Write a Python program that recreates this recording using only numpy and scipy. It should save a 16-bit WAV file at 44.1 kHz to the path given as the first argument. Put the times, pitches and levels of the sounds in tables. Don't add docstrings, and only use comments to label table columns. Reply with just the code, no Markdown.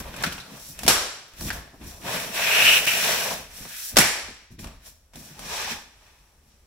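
import sys
import numpy as np
from scipy import signal
from scipy.fft import rfft, irfft, next_fast_len
from scipy.io import wavfile
from scipy.ndimage import uniform_filter1d, map_coordinates

SR = 44100
rng = np.random.default_rng(int(sys.argv[2]) if len(sys.argv) > 2 else 0)


def digitize_waveform(pressure):
    field = np.atleast_2d(pressure).T
    bounded = np.clip(field, -1, 1)
    quanta = np.round(bounded * 32767).astype(np.int16)
    wavfile.write(sys.argv[1], SR, quanta)


def to_linear_factor(level_db):
    exponent = np.asarray(level_db, float) / 20
    return 10 ** exponent


N = 294014


def unit(x):
    return x / np.sqrt(np.mean(x ** 2) + 1e-20)


def along(points, hz):
    f, v = np.transpose(points)
    return np.interp(np.log(hz + 1), np.log(f + 1), v)


def gains(tables):
    t = np.arange(N) / SR
    total = 0
    for rows in tables:
        s, *columns = np.transpose(rows)
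        total = total + to_linear_factor([np.interp(t, s, db, left=-120, right=-120) for db in columns])
    return uniform_filter1d(total, size=301, axis=1, mode="nearest")


def filtered(x, response):
    m = next_fast_len(x.shape[-1] + 8192)
    spectrum = rfft(x, m) * response(np.fft.rfftfreq(m, 1 / SR))
    return irfft(spectrum, m)[..., :x.shape[-1]]


def modes(table):
    def response(f):
        total = 0
        for k, (centre, width, db) in enumerate(table):
            damping = 1j * f * width
            total = total + (-1) ** k * to_linear_factor(db) * damping / (centre * centre - f * f + damping + 1e-9)
        return total
    return response


def twice(table):
    return lambda hz: modes(table)(hz) ** 2 / (1 + abs(modes(table)(hz)))


def colour(points):
    return lambda hz: to_linear_factor(along(points, hz))


# f/Hz, correlation
PORT_LIKENESS = [(25, 1), (60, 0.97), (125, 1), (250, 0.9), (500, .75), (1000, 0.52), (2500, 0.25),
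                 (4500, 0.025), (15000, .01)]


def ports(pair):
    turn = lambda hz: np.arccos(np.clip(along(PORT_LIKENESS, hz), -1, 1)) / 2
    mid, side = filtered(pair, lambda hz: np.array([np.cos(turn(hz)), np.sin(turn(hz))]))
    return np.array([mid + side, mid - side])


def slips(grain_db, clump_db, clump_rate, size=N):
    strength = to_linear_factor(grain_db * np.minimum(rng.exponential(size=size), 5))
    force = rng.standard_normal((2, size)) * strength
    wander = rng.standard_normal(int(size * 400 / SR) + 9)
    clumps = map_coordinates(wander, [np.arange(size) * min(clump_rate, 400) / SR])
    return force * to_linear_factor(clump_db * np.tanh(clumps / 2) * 2)


# f/Hz, t60/s
WALL_DECAY = [(100, 0.87), (300, 0.65), (1500, 0.67), (5000, 0.71), (9000, .55), (15000, .4)]


def room(x, wet_db):
    hz, t, z = signal.stft(rng.standard_normal((2, SR)), SR, nperseg=256)
    decay = to_linear_factor(-60 * t / along(WALL_DECAY, hz)[:, None])
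    tail = signal.istft(z * decay, SR, nperseg=256)[1]
    tail = tail / np.linalg.norm(tail[0])
    tail = ports(np.pad(tail, ((0, 0), (250, 0))))
    return to_linear_factor(wet_db) * signal.fftconvolve(x[None], tail, axes=1)


# f/Hz, level/dB per Hz
AIR_SPECTRUM = [(60, -39), (120, -10.5), (200, -17.5), (400, -18), (1500, -22.5), (4000, -27.5),
                (8000, -29), (16000, -34)]
# t/s, level/dB
AIR_LEVEL = [(0, -51), (1.2, -59), (1.7, -69.5), (2, -60), (3.5, -68.5), (4.3, -57), (4.5, -73),
             (5.05, -68), (5.4, -62.5), (6, -62.5), (6.67, -64.5)]


def room_air():
    air = filtered(rng.standard_normal((2, N)), colour(AIR_SPECTRUM))
    return gains([AIR_LEVEL])[0] * unit(ports(air))


# f/Hz, level/dB per Hz
RUMBLE_SPECTRUM = [(15, -13), (30, -1.5), (55, 1.5), (90, -3), (120, -21.5), (240, -59.5)]
# t/s, level/dB
RUMBLE_LEVEL = [(0.0, -38.5), (0.15, -52), (0.3, -46), (0.37, -46.5), (0.46, -60.5), (0.82, -52),
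                (0.87, -38.5), (1.24, -65), (1.34, -64), (1.39, -54), (1.43, -37), (1.59, -43.5),
                (1.76, -58), (1.82, -47), (1.89, -49), (2.01, -55), (2.1, -53), (2.41, -55), (2.58, -50),
                (2.65, -53.5), (2.73, -48.5), (2.9, -56), (3.19, -51), (3.23, -59), (3.3, -50),
                (3.57, -50.5), (3.62, -66.5), (3.79, -57), (3.9, -62), (3.95, -38), (3.99, -29.5),
                (4.05, -43.5), (4.19, -54.5), (4.29, -47.5), (4.44, -64.5), (4.68, -44), (4.83, -56),
                (5.09, -66), (5.16, -52.5), (5.31, -64), (5.44, -52), (5.79, -51), (5.89, -64),
                (6.67, -58.5)]


def handling_rumble():
    surges = slips(grain_db=1.0, clump_db=2.1, clump_rate=4)
    return gains([RUMBLE_LEVEL])[0] * unit(ports(filtered(surges, colour(RUMBLE_SPECTRUM))))


# t/s, peak level/dB, f/Hz, t60/s
PALM_PATS = [(0.264, -27, 127, 0.095), (0.691, -34, 140, 0.12), (1.337, -39, 40.4, 0.12),
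             (1.388, -32, 80.7, 0.099), (1.409, -31, 61.9, 0.12), (1.444, -28, 144, 0.16),
             (1.734, -39, 212, 0.12), (1.813, -37, 86.1, 0.13), (3.609, -32, 40.6, 0.13),
             (3.93, -37, 119, 0.13), (4.506, -34, 124, 0.1), (4.582, -30, 109.5, 0.14),
             (4.639, -35, 45.8, 0.12), (4.694, -36, 40.4, 0.11), (5.152, -35, 153, 0.14),
             (5.305, -33, 144, 0.19), (5.399, -44, 40.4, 0.12), (5.714, -31, 236, 0.099)]


def pats():
    out, t = np.zeros(N + SR), np.arange(SR // 2) / SR
    for s, db, hz, t60 in PALM_PATS:
        note = np.sin(2 * np.pi * hz * t)
        note += 0.91 * np.sin(2 * np.pi * 1.7 * hz * t) * to_linear_factor(-60 * t / 0.08)
        note += 0.5 * np.sin(2 * np.pi * 330 * t) * to_linear_factor(-60 * t / 0.056)
        envelope = to_linear_factor(db - 5 - 60 * t / t60) * (1 - np.exp(-t / 0.0035))
        out[round(s * SR):][:len(t)] += envelope * note
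    return out[:N]


# t/s, level/dB, resonance f/Hz
FOOT_SQUEAL = [(2.3, -48.5, 2580), (2.474, -25.5, 2434), (2.63, -18, 2630), (2.636, -28, 2674),
               (2.666, -14, 2784), (2.77, -19.5, 2730), (2.82, -38.5, 2540), (2.858, -37, 2600),
               (2.878, -20, 2590), (2.914, -26, 2670), (3.104, -38.5, 2637), (3.3, -40, 2660)]


def squeal():
    s, db, hz = np.transpose(FOOT_SQUEAL)
    force = slips(grain_db=3.5, clump_db=-0.5, clump_rate=130)
    high = np.clip((np.interp(np.arange(N) / SR, s, hz) - 2400) / 500, 0, 1)
    slow = unit(filtered(force, twice([(2500, 700, 0)])))
    fast = unit(filtered(force, twice([(2890, 560, 0)])))
    level = gains([np.c_[s, db + 1.5]])[0]
    return level * (slow * np.sqrt(1 - high) - fast * np.sqrt(high))


# t/s, hollow boom level/dB, lid panel level/dB, ridge level/dB, grit hiss level/dB
STROKES = [
    [(0.0, -32, -38, -51.5, -44.5), (0.034, -49, -48, -52.5, -57.5), (0.084, -50.5, -40.5, -53.5, -55),
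     (0.118, -47, -49, -54, -59), (0.218, -44, -39, -43, -46.5), (0.23, -36, -35, -41.5, -35.5)],
    [(0.262, -33, -40, -34, -32), (0.296, -47, -51, -47.5, -49.5), (0.332, -51, -52, -48.5, -39.5),
     (0.44, -65, -60, -75, -62), (0.538, -44.5, -45.5, -54, -50), (0.654, -78, -64, -62, -47),
     (0.71, -51, -66.5, -66, -44.5), (0.766, -63, -57, -59.5, -54.5), (0.86, -36, -46, -46, -43)],
    [(1.28, -82, -72, -79, -58.5), (1.31, -74.5, -66, -67.5, -71.5), (1.376, -57, -59.5, -57, -52),
     (1.416, -42, -50, -55, -40.5), (1.46, -35.5, -48, -51.5, -38), (1.498, -37, -39, -40, -37)],
    [(1.525, -45, -39, -48, -40), (1.673, -56, -60.5, -69, -65), (1.717, -66.5, -63, -76, -70),
     (1.739, -48.5, -53, -76, -65.5), (1.791, -57, -71, -74, -66), (1.817, -41, -52.5, -57, -57.5),
     (1.881, -47, -58, -57, -45.5), (1.941, -62.5, -52, -59, -50), (1.995, -55, -57.5, -65.5, -54),
     (2.067, -39, -34.5, -40.5, -42), (2.151, -42, -33.5, -35, -33.5), (2.319, -47, -41.5, -47, -43.5),
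     (2.363, -47, -34, -33.5, -34), (2.669, -43.5, -31, -25, -26.5), (2.773, -48, -33.5, -27.5, -25.5),
     (2.817, -50, -35, -38, -35), (2.86, -48.5, -37, -39, -30.5)],
    [(2.865, -41, -35, -32.5, -28), (2.897, -52, -38.5, -32.5, -28), (2.977, -42, -36.5, -33.5, -28.5),
     (3.095, -45, -30, -30, -26.5), (3.255, -46.5, -33.5, -38.5, -31), (3.323, -41, -33.5, -39, -32.5),
     (3.483, -61.5, -58.5, -61, -57), (3.557, -66.5, -65, -54.5, -44), (3.607, -48.5, -53.5, -53.5, -43.5),
     (3.663, -55, -52, -53, -45.5), (3.751, -71, -65.5, -47, -42.5), (3.897, -71, -61.5, -55, -36.5),
     (3.951, -40.5, -50.5, -57.5, -56), (3.955, -38.5, -44.5, -46.5, -48)],
    [(4.42, -62, -75, -76, -67.5), (4.47, -84, -87, -78, -84), (4.5, -72, -78, -76, -78),
     (4.52, -47, -70, -68, -57.5), (4.55, -53.5, -83, -75, -65.5), (4.58, -66, -72, -78, -87),
     (4.59, -43, -57, -56, -52), (4.61, -50, -65, -59, -45.5), (4.67, -45.5, -46.5, -56.5, -59.5),
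     (4.79, -73, -72, -72.5, -77.5), (4.87, -62.5, -62, -59, -46), (4.98, -78, -81, -86, -70),
     (5.12, -79, -80, -91, -81), (5.14, -55.5, -54, -58, -61), (5.17, -51.5, -62, -61, -50),
     (5.25, -54.5, -57, -61.5, -48), (5.34, -57, -63, -60, -52.5), (5.38, -52, -54, -59, -49.5),
     (5.53, -49.5, -36, -39.5, -31.5), (5.69, -57, -41.5, -39.5, -33.5), (5.72, -43, -38.5, -38, -32.5),
     (5.91, -95, -68.5, -76, -70.5), (6.06, -80, -64.5, -64, -61.5), (6.42, -80, -76.5, -83.5, -78),
     (6.51, -65.5, -82, -77, -62), (6.67, -83, -90, -87, -76)],
]
# t/s, tilt of the hiss's top level/dB
DUST_TILT = [(0, 9), (.35, -4), (.7, 4), (1.5, 3), (2.2, 2), (2.7, 4), (3.3, -1), (3.85, 6), (4.6, 1),
             (4.9, 2.5), (5.25, 1), (5.6, -10.5), (6.1, -4), (6.5, 1)]
# f/Hz, level/dB per Hz
GRIT_SPECTRUM = [(1800, -31), (2800, -6), (3800, 0), (6000, 0), (9000, -4), (13000, -3.5), (16500, -6)]
# f/Hz, width f/Hz, level/dB
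CAVITY_MODES = [(129, 33, -1), (176, 86, 0), (254.6, 164, -3)]
# f/Hz, width f/Hz, level/dB
PANEL_MODES = [(420, 100, -3), (519, 80, 0.5), (656, 114, 1), (892, 150, 0), (1152, 340, -3.5)]
# f/Hz, width f/Hz, level/dB
TIPPED_MODES = [(403, 110, -5.5), (600, 160, -3.5), (858, 196, -1), (1220, 210, -4.5)]
# f/Hz, width f/Hz, level/dB
RIDGE_MODES = [(1700, 720, 0), (2500, 310, 4.5), (3380, 1500, -2)]


def friction():
    tip_s = 5.35
    boom, panel, ridge, hiss = gains(STROKES)
    grit = unit(filtered(slips(grain_db=2.5, clump_db=1.0, clump_rate=70), colour(GRIT_SPECTRUM)))
    dust = filtered(grit, lambda hz: 1 / (1 + (8000 / (hz + 1)) ** 4))
    dry = boom * unit(filtered(slips(grain_db=2.5, clump_db=3.0, clump_rate=28), twice(CAVITY_MODES)))
    force = slips(grain_db=1.0, clump_db=2.5, clump_rate=45)
    flat = unit(filtered(force, twice(PANEL_MODES)))
    tipped = unit(filtered(force, twice(TIPPED_MODES)))
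    dry += panel * np.where(np.arange(N) < tip_s * SR, flat, tipped)
    ridge_force = slips(grain_db=2.5, clump_db=1.5, clump_rate=180)
    dry += to_linear_factor(6.0) * ridge * unit(filtered(ridge_force, twice(RIDGE_MODES)))
    dry += hiss * (grit + (gains([DUST_TILT])[0] - 1) * dust)
    dry += squeal()
    return to_linear_factor(0.2) * ports(dry) + room(dry[0], wet_db=-12)[:, :N]


# t/s, peak level/dB, thud level/dB, brightness level/dB, rim ring f/Hz, room level/dB
CATCH_SNAPS = [
    (0.879, 1, -19.5, -2, 1520, -4.5),
    (0.894, -6, -23.5, -4.5, 1290, 1.5),
    (0.906, -10, -27, -3, 1280, -4),
    (3.968, 0.5, -13, -3, 1420, -6),
    (3.985, 2.5, -16, 0, 1700, -5.5),
]
CATCH_CLICKS = [
    (0.236, -8, -19.5, -10, 1440, -8.5),
    (1.503, -16.5, -18.5, -13.5, 1700, -5.5),
    (4.003, -6.5, -21.5, -2.5, 1850, 1),
    (4.011, -8, -23, -5, 2300, 2),
    (0.4, -29, -22.5, -6.5, 4000, -2),
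    (0.38, -27, -25, -7.5, 2600, -8.5),
]
CONTACT_TICKS = [(0.003, -26.5, -10.5, -1.5, 1670, -9), (0.14, -30, -20.5, -14.5, 1533, -8.5),
                 (0.323, -24, -38, -7, 2940, -8.5), (0.79, -24, -29, 3, 2630, -7),
                 (0.833, -19, -15.5, -2.5, 724, -7.5), (1.335, -41.5, -20, -3, 1460, -9),
                 (1.409, -27, -5, -2, 710, -7), (2.874, -14, -46, -6, 2640, -5),
                 (4.591, -33.5, -9.5, -1.5, 2360, -7.5), (4.642, -28, -10, -5.5, 1150, -3.5),
                 (4.671, -35, -2.5, 0, 2460, -4.5), (5.135, -42, -7, -3, 815, -13),
                 (5.156, -31.5, -8, 0, 756, -10.5), (5.392, -28, -23, -1.5, 610, -5),
                 (.163, -30, -17, 6, 2500, -5), (.225, -25, -20, 11, 2193, -9),
                 (.864, -15, -8, -6, 640, -9), (3.585, -40.5, -5, -17.5, 420, -9.5),
                 (3.652, -32, -5.5, -17, 890, -7.5), (3.959, -19, -11, -10.5, 1430, -7),
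                 (4.282, -33, -2.5, -15, 796, -11), (5.82, -43, -22.5, 6, 900, -9.5)]
# f/Hz, level/dB per Hz
RIM_SPECTRUM = [(150, -26), (400, -3), (700, -1), (1300, -2.5), (2500, -2), (4500, -3.5), (9000, -27),
                (16000, -28)]
# f/Hz, level/dB per Hz
CRACK_SPECTRUM = [(1500, -19.5), (4000, -8), (7000, 2), (11000, 0), (16000, -7.5)]


def catches(events, t60, blow, ring_db):
    out, t = np.zeros((2, N + 2 * SR)), np.arange(SR // 5) / SR
    fade = to_linear_factor(-60 * t / t60) * (1 - np.exp(-t / 0.00039))
    impulse = signal.unit_impulse(len(t), 40)
    for s, db, thud_db, bright_db, hz, wet_db in events:
        ring = modes([(hz, 0.16 * hz, ring_db)])

        def body(f):
            rim = colour(RIM_SPECTRUM)(f) * (1 + ring(f))
            return rim + to_linear_factor(bright_db - 6) * colour(CRACK_SPECTRUM)(f)

        force = slips(grain_db=1, clump_db=1, clump_rate=250, size=len(t))
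        rattle = fade * unit(filtered(force, body))
        pulse = unit(filtered(impulse, body)) * np.linalg.norm(fade) / np.sqrt(len(t))
        thud = unit(filtered(rng.standard_normal(len(t)), modes(CAVITY_MODES)))
        thud = to_linear_factor(thud_db + 0.5 - 60 * t / 0.2) * (1 - np.exp(-t / 0.0045)) * thud
        tail = room(pulse, wet_db)
        start = round(s * SR)
        out[:, start:][:, :len(t)] += to_linear_factor(db - 6) * (ports(rattle) + blow * pulse + thud)
        out[:, start:][:, :tail.shape[1]] += to_linear_factor(db - 6) * tail
    return out[:, :N]


def scene():
    background = room_air() + handling_rumble()
    palms = pats()
    near = friction() + palms + room(palms, wet_db=-10.5)[:, :N]
    near += catches(CONTACT_TICKS, t60=0.046, blow=0.19, ring_db=8.5)
    near += catches(CATCH_CLICKS, t60=0.072, blow=0.16, ring_db=11)
    near += catches(CATCH_SNAPS, t60=0.079, blow=0.095, ring_db=-0.5)
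    return (near + background) * to_linear_factor([[0.3], [-0.3]])


def top_cut(x):
    return signal.sosfilt(signal.butter(12, 16940, fs=SR, output="sos"), x)


# f/Hz, width f/Hz, level/dB
CAPSULE_MODES = [(5736, 350, 11), (7460, 530, 7.4), (9640, 640, 7.9), (11600, 1000, 4.6), (14600, 900, 2)]
# t/s, depth level/dB, recovery t/s
GAIN_DUCKS = [
    (0.879, 1.5, 0.05),
    (3.974, 3, 0.067),
]


def record(dry):
    def microphone(hz):
        housing = 1 + sum(modes([m])(hz) * 0.5 for m in CAPSULE_MODES)
        return (hz < 15780) * to_linear_factor(-3 * hz / (hz + 4000)) * housing

    x = filtered(dry, microphone)
    t = np.arange(N) / SR
    for s, depth_db, recovery in GAIN_DUCKS:
        since = np.maximum(t - s, 0)
        x = x * to_linear_factor(-depth_db * (1 - np.exp(-since / 0.0047)) * np.exp(-since / recovery))
    x = x / (1 + np.abs(x / 0.99) ** 6) ** (1 / 6)
    return top_cut(x)


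dry = scene()
out = record(dry)
digitize_waveform(out)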